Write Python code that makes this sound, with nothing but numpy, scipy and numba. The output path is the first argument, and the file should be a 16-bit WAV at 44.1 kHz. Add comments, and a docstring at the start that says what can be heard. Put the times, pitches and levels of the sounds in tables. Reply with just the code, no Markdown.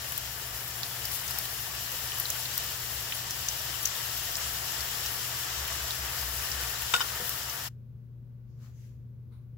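"""Sauce boils in a hot pan close by: large bubbles simmer, small ones fizz and spit, single ones pop.
The bubbling is coloured noise plus many short ringing bursts. A wooden spoon is laid on a dish, as fading tones.
The stove adds rumble, a low drone and mains hum. A cut leads to the quiet kitchen: hum, rumble, a faint hiss
and brushing rustles made of swelling noise."""
import sys
import numpy as np
from scipy import signal
from scipy.fft import rfft, irfft, next_fast_len
from scipy.io import wavfile
from scipy.ndimage import uniform_filter1d
from numba import njit

SR = 44100
rng = np.random.default_rng(int(sys.argv[2]) if len(sys.argv) > 2 else 0)


def put_to_file(sound):
    """Save the sound as 16-bit audio at rate SR, in the file named by the first command-line argument."""
    columns = np.atleast_2d(sound).T  # one column per channel
    safe = np.clip(columns, -1, 1)
    whole_steps = np.round(safe * 32767)
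    wavfile.write(sys.argv[1], SR, whole_steps.astype(np.int16))


N = 422037
T = np.arange(N) / SR  # time of every sample, s
SIZE = next_fast_len(N)
LOG_HZ = np.log(np.arange(1, SIZE // 2 + 2) * SR / SIZE)  # log pitch of every bin of the spectrum

# The cut: when the stove is gone and how long its fade takes; then the trace of sizzle
CUT_S, FADE_S = 7.692, .022
AFTER_DB, AFTER_S = -29, 0.025

# Quiet kitchen rumble, and the hiss above it: [pitch_hz, relative_level_db_per_hz]
ROOM_COLOUR = [(15, -35), (25, -25), (50, -1), (90, 3.5), (110, -3), (145, 4), (170, -12), (230, -5),
               (270, -18), (400, -18.5), (600, -26), (900, -46)]
AIR_COLOUR = [(410, -30), (700, -10), (830, -4.5), (1170, -3.5), (1350, -9), (1460, -4.5), (1710, -9.5),
              (6650, -20.5), (8210, -27.5), (12300, -16), (16000, -14)]
ROOM_DB, AIR_DB = -52, -79
# Likeness of left and right in the kitchen: [pitch_hz, likeness_0_to_1]
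ROOM_LIKE = [(60, 0.97), (130, 0.86), (290, 0.85), (640, 0.3), (1410, 0.01), (3100, 0), (6820, -0.02),
             (15000, 0.06)]
# Sideways lean of the kitchen: [pitch_hz, left_minus_right_db]
ROOM_LEAN = [(60, 3), (110, -6), (200, 5.5), (380, 1.5), (700, 4), (1290, 0), (2380, 2), (4400, 3.5),
             (8120, 4), (15000, 2)]
HUM_HZ, HUM_STOVE_DB, HUM_ROOM_DB = 120, -51.5, -46

# Brushing strokes: [loudest_s, level_db, rise_s, fall_s]
RUSTLE_STROKES = [(8.51, -83, .02, 0.059), (8.645, -64.5, 0.027, 0.04), (8.77, -75.5, .02, 0.033),
                  (8.835, -69.5, 0.058, 0.057), (9.33, -71, 0.0077, 0.042)]
# One colour for each stroke: [pitch_hz, relative_level_db_per_hz]
RUSTLE_COLOURS = [
    [(3000, -28.5), (4700, 0.5), (7000, -3), (8500, -31)],
    [(410, -38), (700, -6), (863, -7), (946, -32), (1010, -5), (1300, -3.5), (2560, -12.5), (7290, -11),
     (8420, -23), (16000, -13)],
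    [(4500, -30), (6300, -0.5), (7500, -10.5), (9000, -33.5)],
    [(710, -45), (1200, -15), (1640, -3.5), (2860, -4), (3830, -8), (6650, -3), (8720, -16), (12000, -7),
     (16000, -12)],
    [(410, -63.5), (700, -35.5), (946, -2), (1520, -6), (1840, -25), (2020, -10), (3110, -21), (3940, -9),
     (5060, -23.5), (8210, -33), (9600, -14), (11000, -22), (13100, -21), (16000, -37.5)],
]

# Rumble at the stove: [pitch_hz, relative_level_db_per_hz]
STOVE_COLOUR = [(15, -27), (25, -10.5), (45, -8), (80, 2), (108, -4), (140, -2), (165, -5), (195, -11.5),
                (222, -11.5), (300, -14.5), (400, -49)]
STOVE_DB = -51.5
# Loudness of the low drone at the stove: [time_s, level_db]
DRONE_LEVELS = [(0, -51.5), (1.2, -53.5), (2.0, -55), (3.4, -53.5), (4.6, -49), (5.2, -53.5), (5.7, -46),
                (6.5, -48), (7.6, -54.5)]
# Narrow colour of the drone: [pitch_hz, relative_level_db_per_hz]
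DRONE_COLOUR = [(45, -29.5), (57, -13.5), (63, 2), (67, 2), (73, -7.5), (90, -30.5)]

# Contacts of the spoon with the dish: [start_s, strength_db, contact_softness_ms]
SPOON_TAPS = [(6.938, -24, .1), (6.941, -20, .1), (6.950, -30, .1), (6.963, -29.5, .03), (6.980, -33, .7),
              (6.997, -38, .05), (7.006, -27.5, .1), (7.012, -29.5, .12), (7.020, -33, .15),
              (7.044, -33.5, .5)]
# Tones of the dish: [pitch_hz, relative_level_db, time_to_fade_60_db_s]
DISH_TONES = [(1110, -13.5, 0.046), (1381, -10.5, .07), (1445, 0, 0.078), (2050, -20, .03),
              (3008, -2.5, 0.04), (3120, -10, .05), (3587, -3, 0.04), (3680, -1, 0.044), (5080, -4, 0.035),
              (5205, -8, 0.034), (5880, -5.5, 0.018), (7060, -4, .03), (8000, -5, .03)]
# Dull knocks on the counter: [start_s, strength_db]
COUNTER_KNOCKS = [(6.939, -40.5), (7.201, -40.5), (7.221, -47)]
# Tones of the counter: [pitch_hz, relative_level_db, time_to_fade_60_db_s]
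COUNTER_TONES = [(203.4, -8, 0.23), (423, -6, 0.15), (486.5, 3, .15), (720, -4, .15)]

# Likeness of left and right at the pan: [pitch_hz, likeness_0_to_1]
PAN_LIKE = [(60, 0.99), (130, 1), (290, 0.9), (640, 0.7), (1410, 0.6), (3100, 0.1), (6820, 0), (15000, 0)]
# Sideways lean of the pan: [pitch_hz, left_minus_right_db]
PAN_LEAN = [(60, 2.0), (110, 2.5), (200, 2), (380, 2.5), (700, 3.5), (1290, 1.5), (2380, 4.5), (4400, 4),
            (8120, 5.5), (15000, 12)]
# How far left runs ahead of right in the bubbling: [pitch_hz, lead_radians]
PAN_LEAD = [(200, 0.084), (600, 0.29), (860, -.8), (1380, -1.1), (1720, 0.48), (2900, 1)]
# Narrow bands lifted or lowered by pan and stove: [pitch_hz, width_hz, change_db]
PAN_BANDS = [(332, 18, 3), (472.4, 33, 3), (612, 16, 0), (923, 6.7, 5), (1149, 9.6, 6.5), (1314, 12, 5),
             (1450, 17, 1.5), (1647, 21, -6)]

# Gains of the three bubble sizes: [time_s, simmer_db, fizz_db, spit_db]
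BOIL_LEVELS = [(0, -45.5, -43.5, -44), (.5, -46, -44.5, -44), (1.0, -45, -42.5, -42),
               (1.6, -45.5, -42.5, -42), (2.4, -45, -40.5, -41.5), (3.3, -45.5, -41.5, -43),
               (3.9, -44.5, -40, -41.5), (5.2, -44, -39.5, -41), (5.7, -43, -39.5, -43),
               (6.2, -44, -40.5, -41.5), (6.9, -43.5, -40, -41.5), (7.35, -44.5, -41, -41.5),
               (7.47, -46, -42.5, -43.5), (7.62, -45.5, -41.5, -43)]
# Colours of large, small and smallest bubbles: [pitch_hz, relative_level_db_per_hz]
SIMMER_COLOUR = [(150, -44.5), (250, -22), (283, -12.5), (361, -6.5), (472, -5.5), (584, -6), (687, 0),
                 (779, -3.5), (936, -0.5), (991, -2.5), (1170, -1), (1600, 0), (1750, 3.5), (2250, -4),
                 (2500, -3.5), (3250, -28), (5500, -120)]
FIZZ_COLOUR = [(1350, -38), (2300, -9.5), (2910, 3), (3290, 0), (4390, -1), (5520, 2), (6350, -2.5),
               (7480, 1), (8800, -13), (11400, -38), (19400, -120)]
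SPIT_COLOUR = [(4880, -39.5), (8300, -12.5), (8890, -8.5), (10100, -4), (12300, -2), (13600, -3),
               (15100, -0.5), (16000, -6)]
# The middle of the simmer grows as the sauce heats; at SWELL_EVEN_S it is unchanged
SWELL_HZ, SWELL_WIDTH_HZ, SWELL_DB_PER_S, SWELL_EVEN_S = 1400, 900, 0.43, 3.5
# Short flurries of small bubbles: [loudest_s, fizz_lift_db, spit_lift_db]
FLURRIES = [(.66, -0.5, 0), (.89, -1, 0.5), (1.15, 2.5, 5), (1.29, 1.5, 2), (1.43, 1, 2.5), (1.91, 0, 0),
            (2.6, 1, -2), (3.42, 1.5, 1), (4.43, 2.5, 0), (5.9, 1, 2)]
FLURRY_S = 0.028
# Loud pops, before echo and small side shifts: [start_s, peak_db, pitch_hz, treble_over_note_db, left_minus_right_db]
POPS = [(0.1211, -19, 3060, 16, 2), (0.178, -14.5, 3060, 17, 7), (0.6784, -22, 7390, 14, 4),
        (0.8315, -19.5, 4300, -5, 1), (1.053, -20, 5000, 2, 4), (1.1145, -30, 5320, -2, 6),
        (1.278, -26.5, 6200, -4, 7), (1.3084, -20.5, 5240, 6.5, 6), (1.386, -14.5, 5400, 11, 6),
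        (1.4536, -24, 4200, 5, 2), (1.9174, -25, 6390, 5, 7.5), (2.1187, -28, 3010, -7, 5),
        (2.184, -21, 7780, 18, 9.5), (2.1994, -12, 5090, 20, 6), (2.2545, -21.5, 3940, -9, 7),
        (2.302, -11.5, 6400, 5, 0.5), (2.4555, -23, 3920, -4, 4), (2.5778, -12, 5300, 13, 4),
        (2.5984, -27, 3150, 2, 1.5), (3.122, -19, 3030, -13, 6), (3.3074, -20, 6040, 2, 5),
        (3.486, -13.5, 6000, -14, 6.5), (3.8292, -22.5, 5260, 9.5, 15), (3.853, -18, 6050, -5, 5.5),
        (3.8559, -11, 6200, -6.5, 7), (3.8724, -24, 5670, -2.5, 6), (4.354, -18, 5570, -10.5, 6),
        (4.368, -21, 7160, -7, 10), (4.806, -25, 5130, -3, 10), (5.0597, -24, 5650, 0, 6.5),
        (5.6504, -30, 3490, -7, 6.5), (5.678, -26, 2910, 5, 7), (5.907, -22, 3800, -4, -1),
        (6.516, -21.5, 5600, -6, 3), (6.6104, -25, 5610, 8, 7.5), (6.635, -25.5, 2780, 2.5, 7),
        (6.8201, -17.5, 3140, 16.5, 9), (7.277, -26, 3430, 6, 6.5), (7.293, -18, 5600, 7, 6),
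        (7.4964, -26, 5550, -5, 8)]
SPRAY_DB = -37  # every pop throws about the same spray
NOTE_SHARE, TREBLE_SHARE, TREBLE_HZ = .3, .4, 14000  # shares: bandwidth divided by pitch

# Edges of the two steep treble cuts
TREBLE_EDGE_HZ, LAST_EDGE_HZ = 15800, 16807


def undb(db):
    """Turn decibels into a plain gain."""
    return 10 ** (np.asarray(db) / 20)


def level(x, db):
    """Set the average loudness (rms) of left and right mixed together."""
    middle = x.mean(axis=0)
    return x * undb(db) / np.sqrt(np.mean(middle ** 2))


def over_hz(table, outside=None):
    """Read a table of pitch and value at every bin of the spectrum."""
    hz, value = np.transpose(table)
    return np.interp(LOG_HZ, np.log(hz), value, outside, outside)


def colour(bins, spectrum, lean, db=0):
    """Shape a stereo spectrum, lean it to one side and turn it into sound."""
    side_db = np.array([[.5], [-.5]]) * over_hz(lean)
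    shaped = bins * undb(over_hz(spectrum, -120) + side_db)
    return level(irfft(shaped, SIZE)[:, :N], db)


def pair(like, lead=((20, 0), (200, 0))):
    """White noise bins whose left and right are alike by the table."""
    left, other = rng.standard_normal((2, len(LOG_HZ))) + 1j * rng.standard_normal((2, len(LOG_HZ)))
    likeness = np.clip(over_hz(like), 0, 1)
    shared = likeness * left * np.exp(-1j * over_hz(lead))
    return np.array([left, shared + np.sqrt(1 - likeness ** 2) * other])


def walk(rate):
    """Random levels, one every 1 / rate s, smoothed twice; spread near 1."""
    hold = int(SR / rate)
    steps = np.repeat(rng.standard_normal(N // hold + 1), hold)
    return 2.1 * uniform_filter1d(uniform_filter1d(steps, hold), hold)[:N]


def hum(db, pan_db):
    """Mains hum: a steady tone at twice the mains frequency."""
    tone = np.sqrt(2) * np.sin(2 * np.pi * HUM_HZ * T)
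    return tone * undb(db + pan_db * np.array([[.5], [-.5]]))


def room():
    """The quiet kitchen: noise shaped into rumble and a faint hiss, with the hum."""
    rumble = colour(pair(ROOM_LIKE), ROOM_COLOUR, ROOM_LEAN, ROOM_DB)
    hiss = colour(pair(ROOM_LIKE), AIR_COLOUR, ROOM_LEAN, AIR_DB)
    return rumble + hiss + hum(HUM_ROOM_DB, pan_db=4.5)


def rustles():
    """Faint brushing of cloth or hand: each stroke is noise that swells and dies away."""
    out = 0
    for (s, db, rise_s, fall_s), spectrum in zip(RUSTLE_STROKES, RUSTLE_COLOURS):
        slope_s = np.where(T < s, rise_s, fall_s)
        swell = 1 / np.cosh(np.clip((T - s) / slope_s, -30, 30))
        out = out + swell * colour(pair(ROOM_LIKE), spectrum, ROOM_LEAN, db)
    return out


def stove():
    """Near the burner: noise as rumble, noise in one narrow low band as a drone, and the hum."""
    s, db = np.transpose(DRONE_LEVELS)
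    drone = colour(pair(PAN_LIKE), DRONE_COLOUR, PAN_LEAN) * undb(np.interp(T, s, db))
    rumble = colour(pair(PAN_LIKE), STOVE_COLOUR, PAN_LEAN, STOVE_DB)
    return drone + rumble + hum(HUM_STOVE_DB, pan_db=3.5)


def strike(out, s, force, tones, detune=0.005):
    """One blow rings fading tones, slightly off pitch and a little out of step between left and right."""
    hz, db, t60 = np.transpose(tones)[:, :, None]
    shift, lag = rng.standard_normal((2, len(tones), 1))
    t = T[:SR // 4]
    fade = undb(db) * 1000 ** (-t / t60)
    turn = 2 * np.pi * hz * (1 + detune * shift)
    # only the right side is shifted in time
    body = [np.sum(fade * np.sin(turn * (t + delay_s * lag)), axis=0) for delay_s in (0, 0.00019)]
    out[:, int(s * SR):][:, :len(t)] += signal.lfilter(force, [1], body)


def spoon():
    """The spoon chatters on the dish and thuds into the counter; short pushes ring their tones."""
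    clack, thud = np.zeros((2, 2, N))
    for s, db, soft_ms in SPOON_TAPS:
        push = np.hanning(int(np.clip(soft_ms, .02, 2) * SR / 1000) + 3)
        # the edge grates for a few ms after it lands
        grate = undb(-17) * np.exp(-T[:600] / 0.004) * rng.standard_normal(600)
        grate[0] = 1
        force = undb(db) * np.convolve(push / push.sum(), grate)
        strike(clack, s, force, DISH_TONES)
        # the contact itself is heard too
        clack[:, int(s * SR):][:, :len(force)] += undb(20) * force
    for s, db in COUNTER_KNOCKS:
        strike(thud, s, undb([db]), COUNTER_TONES)
    # a small dish radiates no bass
    band = signal.butter(N=3, Wn=[850, 11500], btype="band", fs=SR, output="sos")
    return (signal.sosfilt(band, clack) + thud) * undb([[1.5], [-1.5]])


@njit
def bursts(start, hz, width, gain, spray, noise, rise, snap, tail):
    """Each burst is a snap and a weaker spray of noise through a steep resonance of its own."""
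    out, one = np.zeros(noise.shape), np.zeros(1300)
    for k in range(len(start)):
        pole = np.exp((2j * np.pi * hz[k] - np.pi * width[k]) / SR)
        for c in range(2):
            first, second = 0j, 0j  # the resonance is applied twice
            unrisen, snap_now, spray_now = 1., 1., spray[k]
            top, n = 1e-9, 0
            while n < 1300 and snap_now + spray_now > .01 and start[k] + n < noise.shape[1]:
                push = noise[c, start[k] + n] * (snap_now + spray_now) * (1 - unrisen) ** 2
                first = first * pole + push
                second = second * pole + first
                one[n] = second.real
                top = max(top, abs(second.real))
                unrisen *= rise
                snap_now *= snap
                spray_now *= tail
                n += 1
            # scale the burst so its peak is the wanted gain
            for i in range(n):
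                out[c, start[k] + i] += gain[c, k] / top * one[i]
    return out


def pop(s, db, hz, share, spray_db, pan_db, rise_ms=0.26, snap_ms=0.84, tail_ms=8., echo_ms=3.3, echo_db=-11):
    """Bubbles burst; the wall of the pan sends each back once."""
    gain = undb([db + pan_db / 2, db - pan_db / 2])
    rise, snap, tail = np.exp(-1000 / SR / np.array([rise_ms, snap_ms, tail_ms]))
    start = (s * SR).astype(int)
    width = np.clip(share, .02, 1) * hz
    noise = rng.standard_normal((2, N))
    direct = bursts(start, hz, width, gain, undb(spray_db), noise, rise, snap, tail)
    return direct + undb(echo_db) * np.roll(direct, int(echo_ms * SR / 1000), axis=1)


def bubbles(spectrum, lo_hz, hi_hz, count, scatter_db, crackle_db, flicker_db):
    """A seething noise bed of countless bubbles; larger ones crackle or ring briefly on top."""
    when, pitch, size, place, purity = rng.random((count, 5)).T
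    size_db = -scatter_db * np.log(1 - .99 * size)  # a few bubbles are much louder
    hz = lo_hz + pitch * (hi_hz - lo_hz)
    share = .5 * .1 ** purity  # purer bubbles ring in a narrower band
    crackle = pop(when * CUT_S, size_db, hz, share, -26 + 14 * purity, 6 * (place - .5))
    bed = colour(pair(PAN_LIKE, PAN_LEAD), spectrum, PAN_LEAN) * undb(flicker_db * walk(30))
    return bed + colour(rfft(crackle, SIZE), spectrum, PAN_LEAN, crackle_db)


def pan_body(x):
    """The pan and the stove resonate, which changes narrow bands of the simmer, mostly lifting them."""
    for hz, width, db in PAN_BANDS:
        x = x + (undb(db) - 1) * signal.lfilter(*signal.iirpeak(hz, hz / width, SR), x)
    return x


def heating(x):
    """As the sauce heats, one broad band of the simmer starts weak and grows steadily."""
    band = signal.lfilter(*signal.iirpeak(SWELL_HZ, SWELL_HZ / SWELL_WIDTH_HZ, SR), x)
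    growth = undb(SWELL_DB_PER_S * (T - SWELL_EVEN_S))
    return x + (growth - 1) * band


def loud_pops():
    """Each pop is a lower band and a treble band of the same burst; the stronger sets the peak."""
    s, db, hz, treble_over_note_db, pan_db = np.transpose(POPS)
    spray_db = SPRAY_DB - db  # relative to the pop
    note_db = db - np.maximum(treble_over_note_db, 0)
    treble_db = db + np.minimum(treble_over_note_db, 0)
    note = pop(s, note_db, hz, NOTE_SHARE, spray_db, pan_db - 2.5)
    treble = pop(s, treble_db, np.full(len(s), TREBLE_HZ), TREBLE_SHARE, spray_db, pan_db + 0.5)
    return note + treble


def boil():
    """The boiling sauce: three bubble sizes, flurries of the small ones and loud single pops."""
    s, *columns = np.transpose(BOIL_LEVELS)
    simmer_db, fizz_db, spit_db = (np.interp(T, s, c) for c in columns)
    at, *lifts_db = np.transpose(FLURRIES)
    flurry = np.exp(-((T - at[:, None]) / FLURRY_S) ** 2)
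    fizz_lift, spit_lift = np.array(lifts_db) @ flurry
    large = bubbles(SIMMER_COLOUR, 500, 2500, count=1500, scatter_db=2.5, crackle_db=-12, flicker_db=0.44)
    simmer = undb(simmer_db) * heating(pan_body(large))
    small = bubbles(FIZZ_COLOUR, 2500, 8500, count=4000, scatter_db=2.5, crackle_db=-10, flicker_db=.5)
    fizz = undb(fizz_db + fizz_lift) * small
    smallest = bubbles(SPIT_COLOUR, 8500, 15500, count=4000, scatter_db=3., crackle_db=-7, flicker_db=0.77)
    spit = undb(spit_db + spit_lift) * smallest
    return simmer + fizz + spit + loud_pops()


def scene():
    """The boiling pan with the spoon, then a quick cut to the quiet kitchen."""
    before = np.clip((CUT_S - T) / FADE_S, 0, 1)
    # a trace of the sizzle lingers just past the cut
    trace = undb(AFTER_DB) * np.exp(np.minimum(CUT_S - T, 0) / AFTER_S)
    linger = np.maximum(before, trace)
    quiet = (1 - before) * (room() + rustles())
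    return quiet + before * (stove() + spoon()) + linger * boil()


def record(dry):
    """Two steep filters drop the top of the treble; above the last edge almost nothing is left."""
    softened = signal.sosfilt(signal.ellip(8, .3, 26, TREBLE_EDGE_HZ, fs=SR, output="sos"), dry)
    return signal.sosfilt(signal.ellip(10, .2, 60, LAST_EDGE_HZ, fs=SR, output="sos"), softened)


dry = scene()
out = record(dry)
put_to_file(out)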